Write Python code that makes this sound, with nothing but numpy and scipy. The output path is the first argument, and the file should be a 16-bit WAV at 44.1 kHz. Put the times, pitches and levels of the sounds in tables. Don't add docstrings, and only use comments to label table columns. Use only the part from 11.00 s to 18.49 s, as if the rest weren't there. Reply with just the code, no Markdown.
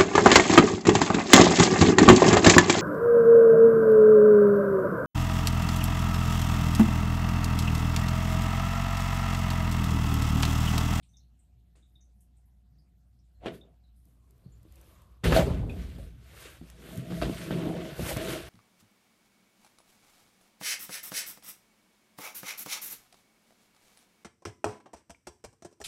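import sys
import numpy as np
from scipy import signal
from scipy.io import wavfile
from scipy.ndimage import uniform_filter1d

SR = 44100
rng = np.random.default_rng(int(sys.argv[2]) if len(sys.argv) > 2 else 0)


def store_wav(level_fs):
    pcm = np.round(np.clip(np.atleast_2d(level_fs), -1, 1) * 32767)
    wavfile.write(sys.argv[1], SR, pcm.T.astype(np.int16))


N = 330309

# [t/s, basic t60/s, rattle level/dB,
# rattle centre/octaves above 100 Hz, scrape level/dB, brightness/dB]
JOLTS = [(2.461, 0.38, -30, 1.5, -40.5, -24), (3.45, 0.94, -63, .15, -86, 5),
         (4.241, 1.16, -24, 1.37, -32.5, -4.5), (4.321, 0.77, -23.5, 1.37, -34.5, -6.5),
         (4.695, 1.5, -60, .1, -61, 3), (4.985, 0.48, -48.5, 1.37, -64.5, 9),
         (5.615, 0.28, -47.5, 0.62, -86.5, 5), (6.105, .55, -34, 1.1, -50, -5.6),
         (6.222, 0.41, -30, 1.9, -35, -14.5), (6.262, .45, -31, .6, -53, 0.2),
         (6.509, 0.93, -34, 1.1, -49, -16), (6.994, .6, -34.5, .9, -49, 0.2),
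         (7.166, 0.88, -33, 1.83, -44.5, -14)]
# [peak t/s, rise/s for 20 dB,
# fall/s for 20 dB (the same for all parts), rattle level/dB, rattle centre/octaves above 100 Hz,
# scrape level/dB, brightness/dB]
SWELLS = [(2.454, 0.04, 0.06, -41.5, 2.5, -57.5, -19), (2.546, 0.05, .07, -53, 1.5, -63.5, 5.5),
          (2.65, .12, .17, -67, 2.5, -81, -6.5), (3.07, 0.05, .21, -66.5, 0.56, -86.5, 15.5),
          (3.42, .4, .35, -71, 1.7, -83, 9), (3.88, 0.37, 0.3, -64.5, 1.94, -70, 9),
          (4.15, 0.36, .15, -71, 1.55, -84, 9), (4.371, .075, 0.0838, -20.5, 2.45, -31.5, -0.3),
          (4.47, .1, .22, -29, 1.1, -51, -5.5), (4.63, 0.23, .48, -31, -.5, -80, 3.2),
          (4.81, 0.23, .36, -64, .36, -58.5, .5), (5.04, 0.45, .2, -61.5, 1.5, -68, 3),
          (5.26, .12, .2, -63, 1.0, -66, -3), (5.45, .22, .185, -53, 1.9, -52.5, 4.7),
          (5.68, 0.12, 0.4, -61, 1.3, -65.5, 4), (5.88, .16, 0.33, -49, 1.4, -57, 4.5),
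          (5.97, 0.1645, 0.16, -41.5, 0.8, -59, 6), (6.17, 0.23, 0.6, -42.5, 1.16, -53, 3),
          (6.4, 0.2645, 0.3, -44.5, 1.17, -48.5, 1.7), (6.599, 0.27, 0.23, -38.5, 1.6, -48.5, -6),
          (6.71, 0.2, 0.27, -32, 1.28, -58, 2), (6.85, 0.23, .25, -42, 2.0, -49.5, -3.7),
          (7.1, .16, .085, -39.5, 2.6, -40.5, 8.1), (7.31, 0.25, 0.15, -36, 1.73, -40.5, 2),
          (7.47, 0.6, 5, -53, 2.25, -53, 1)]
# [centre f/Hz, level/dB, share of a jolt's basic t60]
RATTLE_PARTS = [(166.5, 0.8, 1.08), (324, -2.5, 0.84), (601, 0, 0.69)]
# [level/dB, share of the brightness, share of a jolt's basic t60]
RUB_PARTS = [(0.08, 0.0105, 0.49), (-6.5, 0.44, 0.56), (-10, 1.04, 0.55)]
# [t/s, lift/dB]
TENSION = [(5.6, 2), (5.899, 6)]
# [t/s, level/dB]
BOOM_LEVEL = [(2.34, -66), (2.43, -53), (2.56, -65), (2.8, -83), (2.96, -74), (3.2, -77), (3.45, -56),
              (4.226, -59), (4.244, -26), (4.32, -23.5), (4.45, -28.5), (4.62, -30.5), (4.97, -45),
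              (4.99, -38.5), (5.169, -51), (5.62, -60), (5.72, -55), (5.89, -62), (6.15, -50), (6.225, -35),
              (6.38, -48.5), (6.7, -56), (6.95, -52), (6.99, -37), (7.035, -37.5), (7.1, -46), (7.16, -36),
              (7.31, -51.5), (7.49, -48)]
# [f/Hz, width/Hz, relative level/dB]
CABLE_MODES = [(129.8, 39, -4), (170, 18.6, -1), (247, 118, -8.5), (322, 19.7, -4.5), (405, 106, -7.5),
               (484.2, 15, -9), (553, 85, -5), (646.4, 31, -5), (732, 98, -10.5), (1000, 550, -22.5)]
# [f/Hz, width/Hz, relative level/dB]
BOOM_MODES = [(55.3, 17.2, 5), (78.3, 34.2, 0.5), (106.2, 21.3, -1)]
# [f/Hz, width/Hz, relative level/dB]
SHEATH_MODES = [(1124, 100, 1.5), (1375, 79, 2.5), (1511, 68, 6.5), (1750, 40, -1), (2124, 370, -20.5),
                (2730, 220, -4.5), (3087, 160, -4), (3780, 260, -8), (4460, 73, -10)]
# [f/Hz, relative level/dB per Hz]
SCRAPE_COLOUR = [(700, -6), (1000, -9), (1600, -5), (2600, -7), (3800, -14), (5500, -29), (8000, -29)]
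# [f/Hz, relative level/dB per Hz]
HISS_COLOUR = [(3200, -2.5), (5000, -5), (7500, -9.5), (8600, -5.5), (10000, -10), (13300, -3.5),
               (14100, -6)]
# [t/s, ring peak level/dB, favoured f/Hz, ring t60/s at that f, crack level/dB re ring]
KNOCKS = [(0.755, -61, 440, 0.28, -14), (2.409, -64, 687, .1, -18), (2.437, -36, 550, 0.1, -18),
          (2.459, -22, 560, 0.11, -6), (3.46, -36, 148, 0.1, -45), (3.652, -47, 326, 0.13, -45),
          (4.237, -25, 130, 0.19, -7.5), (4.324, -17.5, 203, 0.055, 1.5), (4.364, -10.5, 637, 0.21, -5.5),
          (4.392, -9, 179, 0.071, -10), (4.987, -37, 550, 0.13, -21.5), (5.613, -33.5, 231, 0.12, -38),
          (5.978, -25.5, 130, 0.26, -29), (6.103, -32, 400, 0.17, -22), (6.123, -25, 198, 0.21, -10),
          (6.216, -35, 504, 0.064, 13), (6.224, -20, 320, 0.19, -5), (6.296, -19.5, 333, 0.048, -22),
          (6.508, -17.5, 332, 0.056, -10.5), (6.512, -26.5, 166, .2, -30), (6.670, -18, 270, .04, -30),
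          (6.69, -27, 198, 0.17, -25), (6.742, -22.5, 320, .05, -25), (6.994, -23.5, 540, 0.063, -20),
          (7.165, -21.5, 133, 0.056, -7)]
# [t/s, ring level/dB, f/Hz, width/Hz, t60/s]
CREAKS = [(0.026, -70, 3300, 2000, 0.24), (0.031, -74.5, 8350, 2010, 0.46), (.088, -72.5, 6100, 600, 0.31),
          (0.134, -64, 3630, 200, 0.23), (0.169, -60, 5900, 1180, 0.15), (.2, -75, 4130, 503, 0.33),
          (0.391, -71.5, 8100, 1500, 0.26), (0.753, -70.5, 2530, 3700, 0.28),
          (0.758, -73, 8000, 3040, 0.31), (0.824, -74, 3670, 400, 0.29), (0.954, -62, 3680, 221, 0.19),
          (1.008, -68.5, 6200, 815, 0.24), (1.206, -68.5, 10100, 5130, .2), (1.369, -75, 8350, 2000, 0.19),
          (1.455, -79, 11500, 2500, .25), (1.784, -75, 4900, 700, .25), (2.189, -77, 5400, 800, 0.17),
          (2.345, -84, 4170, 300, 0.44), (2.61, -56.5, 3590, 250, 0.13), (2.836, -76, 3950, 450, 0.36),
          (2.961, -78, 10500, 4030, 0.79), (3.44, -77, 4400, 500, 0.49), (3.52, -73, 7170, 700, 0.29),
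          (4.325, -26, 1370, 895, 0.11), (4.364, -27, 4370, 250, 0.056), (4.695, -48.5, 2560, 302, 0.16),
          (4.698, -57.5, 3570, 377, 0.091)]
# [t/s, peak level/dB, low edge f/Hz]
TICKS = [(0.8974, -66, 7000), (3.054, -51, 7000), (3.308, -53, 7100), (3.3797, -58, 7000),
         (3.6306, -51, 7000), (3.723, -46, 7000), (3.7569, -46, 7000), (3.8132, -48, 7000),
         (4.019, -49, 7000), (5.7007, -37, 1500), (5.9574, -35, 7000), (5.975, -29, 7200),
         (7.17, -24, 2800), (7.1844, -43, 2800)]
# [t/s, level/dB]
WHIRR_LEVEL = [(3.0, -100), (3.2, -84.5), (3.6, -84.5), (3.8, -82), (3.95, -69), (4.201, -77.5),
               (4.26, -100)]
# [f/Hz, middle rms level/dB, waver/dB]
HUM = [(59.5, -60, 1.5), (120, -77, 1.5), (178, -81, 1.5), (716, -92, 1.5)]
# [f/Hz, relative level/dB per Hz]
FLOOR_COLOUR = [(13, -32), (22, -19.5), (43, -8.5), (70, -9), (108, -6.5), (161, -10.5), (308, -24),
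                (437, -40), (637, -32), (709, -33), (979, -41.5), (3570, -44.5), (5340, -47),
                (11700, -47.5), (13700, -46.5)]

JOLT_RISE_S = 0.0039
SWELL_ROUNDNESS = 1.43
RATTLE_FOCUS_DB = 7.5
CREAK_SNAP_DB, SNAP_T60_S = -4.5, 0.0088
FLOOR_DB = -67
MIC_LOW_HZ, CUTOFF_HZ = 42.4, 14300


def drag():
    low, middle, high, rub, sizzle, top = motion()
    t = np.arange(N) / SR
    boom = from_db(np.interp(t, *np.transpose(BOOM_LEVEL), left=-120))
    thud = low_pass(boom * boom_tone(), 235)

    taut_db = np.interp(t, *np.transpose(TENSION))
    slips = grains(700.0, spread_db=1.0)
    low_modes = body(slips, CABLE_MODES[:3], wander_db=1.1, taut_db=taut_db)
    low_modes = rms_one(low_pass(low_modes, 320))
    middle_modes = body(slips, CABLE_MODES[3:5], wander_db=2.6, taut_db=taut_db)
    middle_modes = rms_one(resonate(middle_modes, 293, 225))
    high_modes = body(slips, CABLE_MODES[5:], wander_db=2.5, taut_db=taut_db)
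    high_modes = rms_one(high_pass(high_modes, 357))
    rattle = low * low_modes + middle * middle_modes + high * high_modes
    rattle = low_pass(rattle, 1830)

    judder = drift(20.0)
    grit = [grains(1800.0, spread_db=2.0) for _ in range(2)]
    singing = body(grit[0], SHEATH_MODES, wander_db=1.0)
    scrape = coloured(grit, SCRAPE_COLOUR, patchy_db=1.5) + 0.52 * singing
    scrape = rub * rms_one(high_pass(scrape, 960))

    fine_grit = [grains(9000.0, spread_db=2.5) for _ in range(2)]
    hiss = coloured(fine_grit, HISS_COLOUR, patchy_db=1.77)
    hiss = sizzle * rms_one(low_pass(hiss, 8420)) + top * rms_one(high_pass(hiss, 9200))
    return thud + rattle + from_db(0.99 * judder) * scrape + from_db(0.35 * judder) * hiss


def motion():
    centre_hz, rattle_db, rattle_lasts = np.transpose(RATTLE_PARTS)
    rub_db, follows, rub_lasts = np.transpose(RUB_PARTS)
    centre = np.log2(centre_hz / 100)
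    lasts = np.concatenate([rattle_lasts, rub_lasts])[:, None]
    moves = [(s, JOLT_RISE_S, t60 / 3 * lasts, *rest, 1) for s, t60, *rest in JOLTS]
    moves += [(*swell, SWELL_ROUNDNESS) for swell in SWELLS]
    t = np.arange(0, N + 32, 32) / SR
    power = 0
    for s, rise, fall, shake_db, octave, scrape_db, bright_db, roundness in moves:
        rattle_peak_db = shake_db + rattle_db - RATTLE_FOCUS_DB * np.abs(centre - octave)
        rub_peak_db = scrape_db + rub_db + follows * bright_db
        peak_db = np.concatenate([rattle_peak_db, rub_peak_db])
        before = (s - t) / np.maximum(rise, 1e-3)
        after = (t - s) / np.maximum(fall, 1e-3)
        shape_db = -20 * np.maximum(before, after) ** roundness
        power = power + from_db(peak_db[:, None] + shape_db) ** 2
    return [np.interp(np.arange(N) / SR, t, part) for part in np.sqrt(power)]


def boom_tone():
    ring = body(rng.standard_normal(N), BOOM_MODES, wander_db=.5)
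    swell_power = uniform_filter1d(ring ** 2, size=SR // 12) + 1e-3
    return rms_one(ring / swell_power ** .25)


def knocks():
    out, t = np.zeros(N), np.arange(SR // 3) / SR
    hz, _, mode_db = np.transpose(CABLE_MODES)
    thin_hz, _, thin_db = np.transpose(SHEATH_MODES)
    cable_tones = np.sin(2 * np.pi * hz[:, None] * t)
    sheath_tones = np.sin(2 * np.pi * thin_hz[:, None] * t)
    chance = rng.standard_normal((len(KNOCKS), len(hz) + len(thin_hz)))
    for (s, db, best_hz, t60, crack_db), luck in zip(KNOCKS, chance):
        octaves_off = np.abs(np.log2(hz / best_hz))
        strength_db = mode_db - 21.0 * octaves_off + 2.0 * luck[:len(hz)]
        fade_db = -60 * t / t60 * np.sqrt(hz[:, None] / best_hz)
        rings = from_db(strength_db) @ (cable_tones * from_db(fade_db))
        rings = low_pass(rings, 3.26 * best_hz)
        crack = from_db(thin_db + 1.1 * luck[len(hz):]) @ sheath_tones
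        crack = crack * from_db(-60 * t / 0.014)
        blow = rings / np.abs(rings).max() + from_db(crack_db) * crack / np.abs(crack).max()
        span, sound = place(out, s, from_db(db) * blow)
        out[span] += sound
    return out


def creaks():
    out, t = np.zeros(N), np.arange(SR // 2) / SR
    noises = rng.standard_normal((len(CREAKS), len(t)))
    for (s, db, hz, width_hz, t60), noise in zip(CREAKS, noises):
        edges = np.clip([hz - width_hz / 2, hz + width_hz / 2], 100, 15000)
        band = rms_one(signal.sosfilt(signal.butter(3, edges, "band", fs=SR, output="sos"), noise))
        ring = from_db(-60 * t / t60) * band * (1 - np.exp(-t / 0.00046))
        snap = noise * from_db(CREAK_SNAP_DB - 60 * t / SNAP_T60_S)
        snap = high_pass(snap, edges[0] * 0.54, order=2)
        snap = low_pass(snap, edges[1] * 1.5, order=2)
        span, sound = place(out, s, from_db(db) * (snap + ring))
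        out[span] += sound
    return out


def ticks():
    out, t = np.zeros(N), np.arange(SR // 20) / SR
    noises = rng.standard_normal((len(TICKS), len(t)))
    for (s, db, low_hz), noise in zip(TICKS, noises):
        tick = high_pass(noise * from_db(-60 * t / 0.011), low_hz, order=2)
        span, sound = place(out, s, from_db(db) * tick / np.abs(tick).max())
        out[span] += sound
    return out


def whirr():
    s, db = np.transpose(WHIRR_LEVEL)
    level_db = np.interp(np.arange(N) / SR, s, db, left=-120, right=-120)
    band = resonate(resonate(rng.standard_normal(N), 1120, 260), 1050, 290)
    return from_db(level_db) * rms_one(band)


def room_tone():
    t, hum = np.arange(N) / SR, 0
    for hz, db, waver_db in HUM:
        level = np.sqrt(2) * from_db(db + waver_db * drift(2.9))
        hum = hum + level * np.sin(2 * np.pi * hz * t + 0.35 * drift(6.3))
    floor = coloured(rng.standard_normal((2, N)), FLOOR_COLOUR, patchy_db=3.0)
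    return hum + from_db(FLOOR_DB) * floor


def grains(per_s, spread_db):
    sizes = from_db(spread_db * np.minimum(rng.exponential(1, N), 5)) * rng.choice([-1, 1], N)
    return sizes * (rng.random(N) < per_s / SR) + 1e-18


def body(x, modes, wander_db, taut_db=0):
    out = 0
    for k, (hz, width_hz, db) in enumerate(modes):
        level_db = db + wander_db * drift(8.0) + taut_db * (width_hz < 33)
        out = out + (-1) ** k * from_db(level_db) * resonate(x, hz, width_hz)
    return rms_one(out)


def resonate(x, hz, width_hz):
    r = np.exp(-np.pi * width_hz / SR)
    zeros = np.array([1, 0, -1]) * (1 - r * r) / 2
    poles = [1, -2 * r * np.cos(2 * np.pi * hz / SR), r * r]
    return signal.lfilter(zeros, poles, x)


def coloured(source, spectrum, patchy_db):
    hz, db = np.transpose(spectrum)
    edges = hz[0] * 2 ** np.arange(0, np.log2(hz[-1] / hz[0]) + .3, 1 / 3)
    out = 0
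    for k, (low, high) in enumerate(zip(edges, edges[1:])):
        band = signal.sosfilt(signal.butter(2, [low, high], "band", fs=SR, output="sos"), source[k % 2])
        level_db = np.interp(np.log(low * high) / 2, np.log(hz), db)
        out = out + from_db(level_db + patchy_db * drift(11.0)) * band
    return rms_one(out)


def drift(rate_hz):
    r = np.exp(-80 * np.pi * rate_hz / SR)
    noise = rng.standard_normal(N // 40 + 2002)
    slow = signal.lfilter([1], [1, -2 * r, r * r], noise)[2000:]
    return np.interp(np.arange(N) / 40, np.arange(len(slow)), rms_one(slow))


def place(out, s, sound):
    i = round(s * SR)
    return slice(i, i + len(sound)), sound[:len(out) - i]


def low_pass(x, hz, order=4):
    return signal.sosfilt(signal.butter(order, hz, fs=SR, output="sos"), x)


def high_pass(x, hz, order=4):
    return signal.sosfilt(signal.butter(order, hz, "high", fs=SR, output="sos"), x)


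def from_db(db):
    return 10 ** (np.asarray(db) / 20)


def rms_one(x):
    return x / np.sqrt(np.mean(x ** 2) + 1e-20)


def scene():
    return (drag() + knocks() + creaks() + ticks() + whirr() + room_tone())[None]


def record(dry):
    without_bass = high_pass(dry, MIC_LOW_HZ)
    return signal.sosfilt(signal.cheby2(26, 65, CUTOFF_HZ, fs=SR, output="sos"), without_bass)


dry = scene()
out = record(dry)
store_wav(out)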